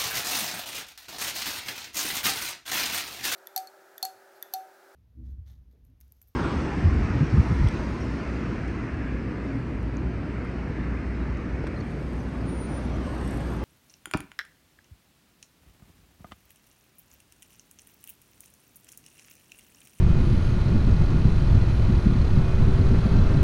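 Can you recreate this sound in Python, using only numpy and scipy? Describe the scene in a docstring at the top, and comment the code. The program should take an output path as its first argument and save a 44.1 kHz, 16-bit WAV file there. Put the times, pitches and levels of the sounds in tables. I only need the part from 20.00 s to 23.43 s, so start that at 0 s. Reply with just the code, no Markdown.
"""Air buffets the microphone in low, gusty surges, held very close to the cooling fan of a game console.
Behind it the blades hum and whine through the case; a little after two seconds the fan speeds up.
Air rushes out of the vents as broad noise, and a faint dry chatter, probably the disc drive, runs underneath.
Tones are sines, mostly tied to one shaft rate; air and chatter are filtered noise."""
import sys
import numpy as np
from scipy import signal
from scipy.fft import rfft, irfft, next_fast_len
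from scipy.io import wavfile
from scipy.ndimage import uniform_filter1d

SR = 44100
rng = np.random.default_rng(int(sys.argv[2]) if len(sys.argv) > 2 else 0)


def store_wav(level_fs):
    """Save 16-bit WAV to argv[1]."""
    pcm = np.round(np.clip(np.atleast_2d(level_fs), -1, 1) * 32767)
    wavfile.write(sys.argv[1], SR, pcm.T.astype(np.int16))


N = 151263
T = np.arange(N) / SR  # time [s]

# All "spectrum" tables give relative density; the noise shaped by them is then scaled to rms 1.
# Thin whines of the drive and the electronics, fixed in pitch: [f/Hz, level before waver/dB]
WHINES = [(2168, -67.5), (3079, -70.5), (3468, -71), (3505, -79), (4059, -73.5), (4338, -81.5), (4672, -77),
          (5061, -78), (5641, -77.5), (6320, -86), (6460, -80), (7047, -87), (8952, -84), (10477, -79.5),
          (10550, -82), (10869, -90)]
# Drive chatter over time: [t/s, bursts per second, level/dB]
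CHATTER = [(0, 45, -76), (.13, 42, -62), (.2, 42, -55.5), (.7, 42.4, -54.5), (1.4, 43.4, -54.5),
           (1.75, 43, -53.5), (2.0, 38, -54), (2.3, 35, -54), (2.6, 28.4, -56.5), (3.0, 41.5, -54),
           (3.35, 37, -53)]
# Ring of each chatter burst, spectrum: [f/Hz, level/dB per Hz]
CHATTER_RING = [(1500, -24), (3000, -5), (3800, -14.5), (3920, -.5), (4080, 2.5), (4230, -11.5),
                (4330, 3.5), (4470, -14), (4630, -3.5), (5000, -14), (5700, -10.5), (6400, -25.5),
                (7200, -27), (12000, -55)]
# Deep wind rumble on the microphone, spectrum: [f/Hz, level/dB per Hz]
RUMBLE_SPECTRUM = [(8, 2.5), (18, 0.5), (28, 1.5), (42, 0.5), (65, 2.3), (85, -1.5), (102, -10.5),
                   (140, -22.5), (400, -69.5), (5000, -150)]
# Surges of the rumble, before its trim: [t/s, level/dB]
RUMBLE_LEVEL = [(0.0, -18.8), (0.15, -17.0), (0.18, -19.5), (0.63, -22.6), (0.67, -26.8), (0.76, -19.0),
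                (0.82, -21.3), (0.91, -18.0), (1.16, -21.6), (1.38, -19.1), (1.45, -21.2), (1.55, -16.8),
                (1.65, -22.1), (1.97, -19.1), (2.02, -24.7), (2.07, -18.1), (2.13, -22.9), (2.2, -19.2),
                (2.3, -22.1), (2.34, -18.0), (2.51, -23.3), (2.54, -19.3), (2.63, -16.3), (2.79, -20.9),
                (2.91, -17.7), (3.1, -24.5), (3.15, -17.0), (3.27, -17.7), (3.32, -22.3), (3.43, -15.8)]
# Quicker wind flutter on the microphone, spectrum: [f/Hz, level/dB per Hz]
FLUTTER_SPECTRUM = [(45, -42), (78, -11), (96, 0), (125, -2.5), (155, -5.5), (200, -11.5), (280, -21),
                    (400, -28), (600, -46), (1200, -78), (5000, -110)]
# Surges of the flutter, before its trim: [t/s, level/dB]
FLUTTER_LEVEL = [(0.0, -22.0), (0.07, -18.9), (0.14, -24.4), (0.18, -20.7), (0.24, -27.4), (0.3, -18.9),
                 (0.45, -26.0), (0.48, -22.5), (0.63, -25.7), (0.66, -21.0), (0.83, -25.1), (0.86, -20.6),
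                 (1.09, -22.8), (1.13, -18.6), (1.23, -24.0), (1.26, -16.1), (1.31, -24.9), (1.42, -22.4),
                 (1.47, -23.4), (1.57, -17.0), (1.61, -22.1), (1.74, -23.3), (1.77, -28.8), (1.8, -22.4),
                 (1.91, -21.2), (2.04, -25.3), (2.11, -19.3), (2.15, -23.4), (2.27, -23.3), (2.3, -27.5),
                 (2.34, -19.3), (2.41, -17.0), (2.44, -27.2), (2.53, -26.6), (2.66, -19.9), (2.71, -23.5),
                 (2.82, -18.0), (2.88, -24.9), (2.91, -18.9), (3.09, -25.3), (3.17, -17.3), (3.28, -25.1),
                 (3.35, -19.6), (3.43, -19.4)]
# Sharper puffs of air on the microphone: [centre t/s, length/s, peak level/dB]
PUFFS = [(0.106, .03, -36), (0.269, 0.05, -28), (0.749, 0.043, -19), (.908, .038, -28), (1.024, 0.045, -25),
         (1.553, 0.044, -22.5), (1.898, .03, -22.5), (2.071, .02, -15.5), (2.161, .022, -23),
         (2.228, .028, -23.5), (2.367, 0.064, -26.5), (2.613, 0.04, -24), (2.691, 0.046, -23),
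         (2.938, .08, -22), (3.064, .02, -18.5), (3.167, 0.096, -23.5), (3.349, 0.022, -21.5),
         (3.404, 0.035, -27.5)]
# Puffs, spectrum: [f/Hz, level/dB per Hz]
PUFF_SPECTRUM = [(40, -35), (130, -3), (190, 2.5), (270, -6), (350, -19), (600, -29.5), (1200, -52.5),
                 (5000, -100)]
# Air rushing through the vents, spectrum: [f/Hz, level/dB per Hz]
RUSH_SPECTRUM = [(100, 5.5), (300, 6.5), (480, 2), (640, 0), (790, -4.5), (880, -1.6), (1020, -4.5),
                 (1160, -3.5), (1370, -6), (1550, -9.5), (1750, -9), (2000, -10), (2160, -11.5),
                 (2380, -13.5), (2520, -11.5), (2780, -16), (3150, -15.5), (3700, -17.5), (4050, -16.5),
                 (4700, -21), (5200, -24), (6050, -25.5), (6380, -22.5), (6650, -27.5), (7300, -31.5),
                 (9000, -32.5), (10100, -36), (10550, -33.5), (11300, -41), (12800, -41)]
# Swell of the body of the rush as the microphone nears a vent: [t/s, gain/dB]
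NEAR_VENT = [(0, -0.4), (2.2, 0.26), (2.85, 0.3), (3.15, 1), (3.43, 1)]
# Hum of the passing blades: [t/s, level/dB]
HUM_LEVEL = [(0, -39), (.35, -41.5), (.6, -41.5), (1.2, -44.3), (1.45, -41), (1.68, -43.3), (1.9, -41),
             (2.2, -41.7), (2.4, -39.7), (3.1, -37.7), (3.43, -39)]
# Higher fan tones, levels before cavity lift and waver:
# [multiple of the shaft rate (rounded in use), idle level/dB, full-speed level/dB]
TONES = [(27, -63.5, -58), (32, -66, -53), (34, -66.5, -62), (36, -57, -53.5), (40, -64.5, -73),
         (58, -80.5, -68), (60, -70, -58), (62, -72, -70), (63.06, -72.5, -79), (63.6, -66, -72),
         (76, -76, -72)]
# Resonant cavities of the case: [f/Hz, width/Hz, lift/dB]
CAVITIES = [(1369, 130, 6.5), (2476, 48, 12.5)]

CHATTER_RISE_S, CHATTER_DECAY_S = 0.016, 0.0055
CHATTER_JITTER, CHATTER_SPREAD_DB = 0.12, 0.2  # rms unevenness: relative rate, strength

RUMBLE_TRIM_DB, FLUTTER_TRIM_DB, FLUTTER_PATCH_DB = 0.9, 0.05, 2.1
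# the flow is even over these spans; faster flutter stays
RUMBLE_STEADY_S, FLUTTER_STEADY_S, PUFF_STEADY_S = 0.11, 0.088, 0.07
# shared eddies shake the rumble and flutter together, and the rush a little
EDDY_DB, EDDY_RUSH_DB = 2.0, 0.48

RUSH_DB, RUSH_PATCH_DB = -35.5, 0.5  # level at idle before the vent swell, unevenness
# rise at full speed below and above the split
RUSH_SPEED_DB, HISS_SPEED_DB, HISS_FROM_HZ = 2.5, 1.5, 1740

IDLE_HZ, SAG_HZ_PER_S = 39.89, 0.08  # shaft rate at the start, slow sag until the speed-up
SPEED_UP_S, SPEED_UP_HZ, SPIN_UP_S = 2.21, 4.72, 0.68  # start, full rise, time constant
WOBBLE = 0.00034  # relative unsteadiness of the shaft rate, rms
BLADES = 9
TONE_WAVER_DB = 1.04

EDGE_HZ = 12800  # upper limit of the recorder


def amp(db):
    """Decibels to gain."""
    return 10 ** (np.asarray(db) / 20)


def unit(x):
    """Scales to rms 1."""
    return x / np.sqrt(np.mean(x ** 2) + 1e-20)


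def curve(table, axis=1):
    """One column of a time table, joined by straight lines."""
    table = np.array(table)
    return np.interp(T, table[:, 0], table[:, axis])


def colour(x, spectrum):
    """Filters x by a spectrum table, joined over log frequency, and scales to rms 1."""
    hz, db = np.transpose(spectrum)
    size = next_fast_len(N)
    f = np.fft.rfftfreq(size, 1 / SR)
    gain = amp(np.interp(np.log(f + 1), np.log(hz), db))
    return unit(irfft(rfft(x, size) * gain, size)[:N])


def drift(rate_hz):
    """Random wander of rms 1: sines from a tenth of the rate up to it, the slower ones stronger."""
    f = rate_hz * np.geomspace(1 / 10, 1, num=16)[:, None]
    coarse_t = T[::128]
    waves = np.sin(2 * np.pi * (f * coarse_t + rng.random(f.shape))) / np.sqrt(f)
    return np.interp(T, coarse_t, unit(waves.sum(0)))


def turbulence(spectrum, patch_db):
    """Coloured noise whose level is uneven in small patches of time and frequency."""
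    z = signal.stft(rng.standard_normal(N), nperseg=512)[2]
    patches = rng.standard_normal(z.shape)
    patches = uniform_filter1d(patches, size=5, axis=0)  # across frequency
    patches = unit(uniform_filter1d(patches, size=7, axis=1))  # across time
    uneven = signal.istft(z * amp(patch_db * patches))[1][:N]
    return colour(uneven, spectrum)


def steadied(x, span_s):
    """Evens out the swells of a noise that are slower than the span and keeps its flutter."""
    window = np.hanning(round(span_s * SR))
    weight = signal.fftconvolve(np.ones(N), window, "same")  # corrects the window at both ends
    power = signal.fftconvolve(x ** 2, window, "same") / weight
    return unit(x / np.sqrt(abs(power) + 1e-9))


def whines(waver_db=4.5, smear_rad=0.66):
    """Thin whines of fixed pitch from drive and electronics that waver clearly in level and phase."""
    out = np.zeros(N)
    for hz, db in WHINES:
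        level = amp(db + waver_db * drift(rate_hz=8.3))
        phase = 2 * np.pi * hz * T + smear_rad * drift(rate_hz=9.1)
        out += level * np.sqrt(2) * np.sin(phase)
    return out


def drive_chatter():
    """Short scratchy noise bursts, about forty a second, slightly uneven in timing and strength."""
    rate = curve(CHATTER, axis=1)
    cycles = np.cumsum(rate * (1 + CHATTER_JITTER * drift(rate_hz=33))) / SR
    age = cycles % 1 / rate  # approximate seconds since the burst began
    strength = amp(CHATTER_SPREAD_DB * rng.standard_normal(N))[cycles.astype(int)]
    bursts = strength * (1 - np.exp(-age / CHATTER_RISE_S)) * np.exp(-age / CHATTER_DECAY_S)
    return amp(curve(CHATTER, axis=2)) * colour(bursts * rng.standard_normal(N), CHATTER_RING)


def vent_rush(effort):
    """Broad air noise from the vents; its body grows with fan speed more than its hiss."""
    air = turbulence(RUSH_SPECTRUM, RUSH_PATCH_DB)
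    lowpass = signal.butter(2, HISS_FROM_HZ, fs=SR, output="sos")
    body = signal.sosfiltfilt(lowpass, air)
    hiss = air - body
    body_gain = amp(RUSH_SPEED_DB * effort + curve(NEAR_VENT))
    hiss_gain = amp(HISS_SPEED_DB * effort)
    return amp(RUSH_DB) * (body_gain * body + hiss_gain * hiss)


def buffeting(eddy):
    """The airflow rumbles and flutters on the microphone in separate surges, with sharper puffs."""
    eddies = amp(EDDY_DB * eddy)
    rumble = steadied(colour(rng.standard_normal(N), RUMBLE_SPECTRUM) * eddies, RUMBLE_STEADY_S)
    rumble *= amp(RUMBLE_TRIM_DB + curve(RUMBLE_LEVEL))
    flutter = steadied(turbulence(FLUTTER_SPECTRUM, FLUTTER_PATCH_DB) * eddies, FLUTTER_STEADY_S)
    flutter *= amp(FLUTTER_TRIM_DB + curve(FLUTTER_LEVEL))
    puff_level = sum(amp(db) * np.exp(-(2 * (T - s) / length) ** 2) for s, length, db in PUFFS)
    puffs = puff_level * steadied(colour(rng.standard_normal(N), PUFF_SPECTRUM), PUFF_STEADY_S)
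    return rumble + flutter + puffs


def fan_tones(effort):
    """Multiples of the shaft rate; the higher ones swell as they slide through a cavity of the case."""
    shaft = IDLE_HZ - SAG_HZ_PER_S * np.minimum(T, SPEED_UP_S) + SPEED_UP_HZ * effort
    shaft *= 1 + WOBBLE * drift(rate_hz=5.76)
    turns = np.cumsum(shaft) / SR
    out = amp(curve(HUM_LEVEL)) * np.sin(2 * np.pi * BLADES * turns)
    for multiple, idle_db, fast_db in TONES:
        k = round(multiple)
        lift = sum(lift_db / (1 + (2 * (k * shaft - hz) / width) ** 2)
                   for hz, width, lift_db in CAVITIES)
        db = idle_db + (fast_db - idle_db) * effort + lift + TONE_WAVER_DB * drift(rate_hz=11)
        out += amp(db) * np.sin(2 * np.pi * (k * turns + rng.random()))
    return np.sqrt(2) * out  # table levels are rms


def scene():
    """The fan idles, then eases towards a higher speed, very close to the microphone."""
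    effort = 1 - np.exp(-np.maximum(T - SPEED_UP_S, 0) / SPIN_UP_S)  # 0 idle, 1 full speed
    eddy = drift(rate_hz=75)
    rush = amp(EDDY_RUSH_DB * eddy) * vent_rush(effort)
    mix = whines() + drive_chatter() + rush + buffeting(eddy) + fan_tones(effort)
    return mix[None]  # one channel


def record(dry):
    """The band limit of the recorder: a steep low-pass."""
    lowpass = signal.firwin(511, EDGE_HZ, window=("kaiser", 9), fs=SR)
    return signal.oaconvolve(dry, lowpass[None], "same")


dry = scene()
out = record(dry)
store_wav(out)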